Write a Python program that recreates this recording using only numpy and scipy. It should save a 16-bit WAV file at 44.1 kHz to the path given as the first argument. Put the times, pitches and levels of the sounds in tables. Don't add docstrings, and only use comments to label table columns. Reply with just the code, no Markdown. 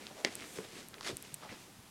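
import sys
import numpy as np
from scipy import signal
from scipy.fft import rfft, irfft, next_fast_len
from scipy.io import wavfile
from scipy.ndimage import map_coordinates

SR = 44100
rng = np.random.default_rng(int(sys.argv[2]) if len(sys.argv) > 2 else 0)


def store_pcm(level_fs):
    pcm = np.round(np.clip(level_fs, -1, 1) * 32767).astype(np.int16)
    wavfile.write(sys.argv[1], SR, np.atleast_2d(pcm).T)


N = 83790


def amp(db):
    return 10 ** (np.asarray(db) / 20)


def unit_rms(x):
    return x / np.sqrt(np.mean(x ** 2) + 1e-20)


def decay(t, t60_s):
    return np.exp(-np.log(1000) * t / t60_s)


def curve_at(points, hz):
    freqs_hz, values = np.transpose(points)
    return np.interp(np.log(hz + 1), np.log(freqs_hz + 1), values)


def wobble(rate_hz):
    return map_coordinates(rng.standard_normal(N), [np.arange(N) * rate_hz / SR], order=1)


def filtered(x, response):
    size = next_fast_len(N + SR // 2)
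    return irfft(rfft(x, size) * response(np.fft.rfftfreq(size, 1 / SR)), size)[:N]


def noise(colour, tilt_db_per_oct=0):
    def response(hz):
        octaves = np.log2(np.maximum(hz, 500) / 500)
        return amp(curve_at(colour, hz) + tilt_db_per_oct * octaves)
    return unit_rms(filtered(rng.standard_normal(N), response))


def crack(colour, size=4096):
    cepstrum = irfft(np.log(amp(curve_at(colour, np.fft.rfftfreq(size, 1 / SR)))))
    cepstrum[1:size // 2] *= 2
    cepstrum[size // 2 + 1:] = 0
    pulse = irfft(np.exp(rfft(cepstrum)))
    return pulse / np.abs(pulse).max()


def ring(modes, attack_s):
    t = np.arange(SR // 4) / SR
    tones = sum(amp(db) * np.sin(2 * np.pi * hz * t) * decay(t, t60_s) for hz, db, t60_s in modes)
    return tones * (1 - np.exp(-t / attack_s))


def swell(peak_s, level_db, rise_s, fall_s):
    roundness = 1.275
    t = np.arange(N) / SR
    distance = np.maximum((peak_s - t) / rise_s, (t - peak_s) / fall_s)
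    return amp(level_db - 20 * distance ** roundness)


def strokes(rows, colour, grain_hz=500, grain_db=2):
    out = np.zeros(N)
    for peak_s, level_db, rise_s, fall_s, tilt_db_per_oct in rows:
        friction = noise(colour, tilt_db_per_oct) * amp(grain_db * wobble(grain_hz))
        out += swell(peak_s, level_db, rise_s, fall_s) * unit_rms(friction)
    return out


def add(track, start_s, sound):
    part = track[round(start_s * SR):][:len(sound)]
    part += sound[:len(part)]


def in_room(x, wet_db, delay_s=0.006):
    # freq_hz, t60_s
    room_t60 = [(150, 0.14), (500, 0.35), (2500, 0.16), (10000, 0.3)]
    # freq_hz, level_db
    colour = [(200, -3.5), (2000, 3.5), (4500, -5.5), (10000, -17)]
    hz, t, spectra = signal.stft(rng.standard_normal(SR // 2), SR, nperseg=256)
    spectra = spectra * decay(t, curve_at(room_t60, hz)[:, None]) * amp(curve_at(colour, hz))[:, None]
    tail = signal.istft(spectra, SR, nperseg=256)[1]
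    tail = np.pad(tail / np.linalg.norm(tail), (round(delay_s * SR), 0))
    return x + amp(wet_db) * signal.fftconvolve(x, tail)[:N]


def room_hiss():
    # freq_hz, level_db
    colour = [(15, 0), (25, -14.5), (108, -0.5), (212, 0.5), (416, -10), (531, -12.5), (734, -8.5),
              (796, -8.5), (1160, -11), (1520, -13), (5880, -16), (11300, -19), (16000, -29)]
    return amp(-57) * noise(colour)


def trouser_cloth():
    # peak_s, level_db, rise_s, fall_s, tilt_db_per_oct
    swishes = [(.04, -52, 0.29, 0.23, -0.2), (.205, -52, 0.069, 0.041, 1),
               (.267, -39.5, 0.038, 0.038, -2.5), (.33, -51, 0.11, 0.12, 1), (.425, -49.5, 0.15, 0.19, 0),
               (.575, -49.5, 0.084, 0.078, 1), (.65, -49.5, 0.051, 0.033, 0), (.785, -49, 0.23, 0.12, 0.66),
               (1.26, -55.5, 0.36, 0.21, 1.5), (1.61, -58.5, 0.14, 0.16, 3)]
    # freq_hz, level_db
    swish_colour = [(90, -39), (200, 4.5), (380, 8.5), (900, -5.5), (2200, -1), (4300, -5.5), (8000, -9.5),
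                    (12000, -20.5), (16000, -44)]
    # freq_hz, level_db
    sheen_colour = [(2000, -16), (5000, -8), (8000, -0.5), (11500, -7), (16000, -17)]
    sheen_gain = swell(peak_s=0.54, level_db=-55.5, rise_s=0.25, fall_s=0.17)
    return strokes(swishes, swish_colour) + sheen_gain * noise(sheen_colour)


def sole_rubs(q=1.56):
    # peak_s, level_db, rise_s, fall_s, centre_hz
    rubs = [(0.111, -51.5, 0.017, 0.027, 630), (.19, -53.5, 0.045, 0.17, 630),
            (0.604, -47, 0.075, .055, 400), (0.943, -53.5, 0.017, 0.037, 1420), (.95, -60, .1, 0.36, 410),
            (1.052, -49, 0.013, 0.031, 2030), (1.099, -41, 0.0081, 0.048, 382),
            (1.448, -52, 0.054, 0.089, 760), (1.505, -51, .03, 0.055, 2200), (1.68, -60, 0.1, 0.098, 300)]
    out = np.zeros(N)
    for peak_s, level_db, rise_s, fall_s, centre_hz in rubs:
        def band(hz):
            damping = 1j * hz * centre_hz / q
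            return (damping / (centre_hz ** 2 - hz ** 2 + damping)) ** 2
        friction = unit_rms(filtered(rng.standard_normal(N), band))
        out += swell(peak_s, level_db, rise_s, fall_s) * friction
    return out


def sole_scuffs():
    # peak_s, level_db, rise_s, fall_s, tilt_db_per_oct
    scuffs = [(1.079, -37, 0.059, 0.056, -1), (1.45, -51, 0.085, 0.046, -3.5),
              (1.518, -50, 0.053, 0.099, -3.5)]
    # freq_hz, level_db
    colour = [(100, -11), (280, 0.5), (700, -4.5), (1300, -1), (2500, -0.5), (4400, 1), (7000, -5),
              (10000, -9), (13000, -21), (16000, -38)]
    return strokes(scuffs, colour)


def crease_clicks(t60_cycles=4.25):
    # start_s, level_db, pitch_hz
    clicks = [(.0685, -26.5, 3940), (.3996, -34.5, 2500), (.4075, -32.5, 3770), (.4137, -38, 2180),
              (.4226, -33, 1890), (.4304, -37, 2630), (.4418, -36.5, 1870), (.9423, -31, 3800),
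              (.9831, -37.5, 2290), (1.0097, -29.5, 4320), (1.0105, -33, 1160), (1.0301, -33.5, 4430),
              (1.4266, -37.5, 950), (1.4346, -37, 1190), (1.4928, -34, 2110)]
    out = np.zeros(N)
    for start_s, level_db, pitch_hz in clicks:
        click = ring([(pitch_hz, 0, t60_cycles / pitch_hz)], attack_s=0.0001)
        add(out, start_s, amp(level_db) * click / np.abs(click).max())
    return in_room(out, wet_db=-15)


def handling_ticks(top_above_hz=10000):
    # start_s, peak_db, top_boost_db
    ticks = [(0.3539, -25.5, 2), (.8856, -36, 12), (1.1693, -25.5, 2), (1.2253, -33, 12),
             (1.3424, -24.5, 1.5), (1.3455, -30.5, 6)]
    # pitch_hz, level_db, t60_s
    modes = [(2900, -13, 0.0032), (3950, -12, 0.0041), (8510, 6, 0.0021), (11350, -6, 0.0028)]
    out = np.zeros(N)
    for start_s, peak_db, top_boost_db in ticks:
        boosted = [(hz, db + top_boost_db * (hz > top_above_hz), t60_s) for hz, db, t60_s in modes]
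        tick = ring(boosted, attack_s=0.00016)
        add(out, start_s, amp(peak_db) * tick / np.abs(tick).max())
    return out


def footfalls(heel_s=0.5866):
    # pitch_hz, level_db, t60_s
    heel_modes = [(191, -12, 0.1), (431, 2, 0.039), (517, -10, 0.028)]
    # freq_hz, level_db
    click_colour = [(200, -10), (1000, -1.5), (2200, -6), (3500, -16), (8000, -24), (16000, -57)]
    # start_s, level_db, pitch_hz, t60_s
    thuds = [(1.089, -37, 346, 0.045), (1.091, -38, 557, 0.024), (1.108, -44, 200, 0.064),
             (1.129, -37.5, 127, 0.064), (1.133, -46, 55, 0.094), (1.327, -42.5, 141.5, 0.08),
             (1.497, -47, 95, .05), (1.519, -40.5, 215, 0.084), (1.523, -38.5, 478, 0.039),
             (1.789, -46.5, 97, 0.07)]
    out = np.zeros(N)
    add(out, heel_s, amp(-26.5) * ring(heel_modes, attack_s=0.0023))
    add(out, heel_s, amp(-28) * crack(click_colour))
    for start_s, level_db, pitch_hz, t60_s in thuds:
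        add(out, start_s, ring([(pitch_hz, level_db, t60_s)], attack_s=0.0021))
    return in_room(out, wet_db=-17)


def shoe_snap(start_s=0.2485, low_cut_hz=140):
    # freq_hz, level_db
    crack_colour = [(60, -43), (130, -24), (220, -1.5), (620, -2), (1150, -15), (1800, 2), (2450, 2),
                    (3100, -6.5), (3900, 1.5), (4850, 2.5), (6400, -7), (8700, -19), (11500, -30),
                    (16000, -38)]
    # freq_hz, level_db
    rattle_colour = [(100, -32), (400, 2), (1200, -11), (2200, 5), (4400, 0.5), (7000, -6), (12000, -21),
                     (16000, -35)]
    # pitch_hz, level_db, t60_s
    modes = [(195, -39, 0.057), (351, -22, 0.025), (576, -23, 0.024)]
    out, t = np.zeros(N), np.arange(N) / SR
    add(out, start_s, amp(-8.5) * crack(crack_colour))
    add(out, start_s, amp(-27.5) * noise(rattle_colour) * decay(t, t60_s=0.024))
    add(out, start_s, -ring(modes, attack_s=0.00099))
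    radiated = filtered(out, lambda hz: 1j * hz / (low_cut_hz + 1j * hz))
    return in_room(radiated, wet_db=-18.5)


def scene():
    friction = trouser_cloth() + sole_scuffs() + sole_rubs()
    impacts = shoe_snap() + footfalls() + handling_ticks() + crease_clicks()
    return (room_hiss() + friction + impacts)[None]


def record(dry):
    low_cut_hz, top_hz = 28, 16300
    return filtered(dry[0], lambda hz: 1j * hz / (low_cut_hz + 1j * hz) * (hz < top_hz))[None]


dry = scene()
out = record(dry)
store_pcm(out)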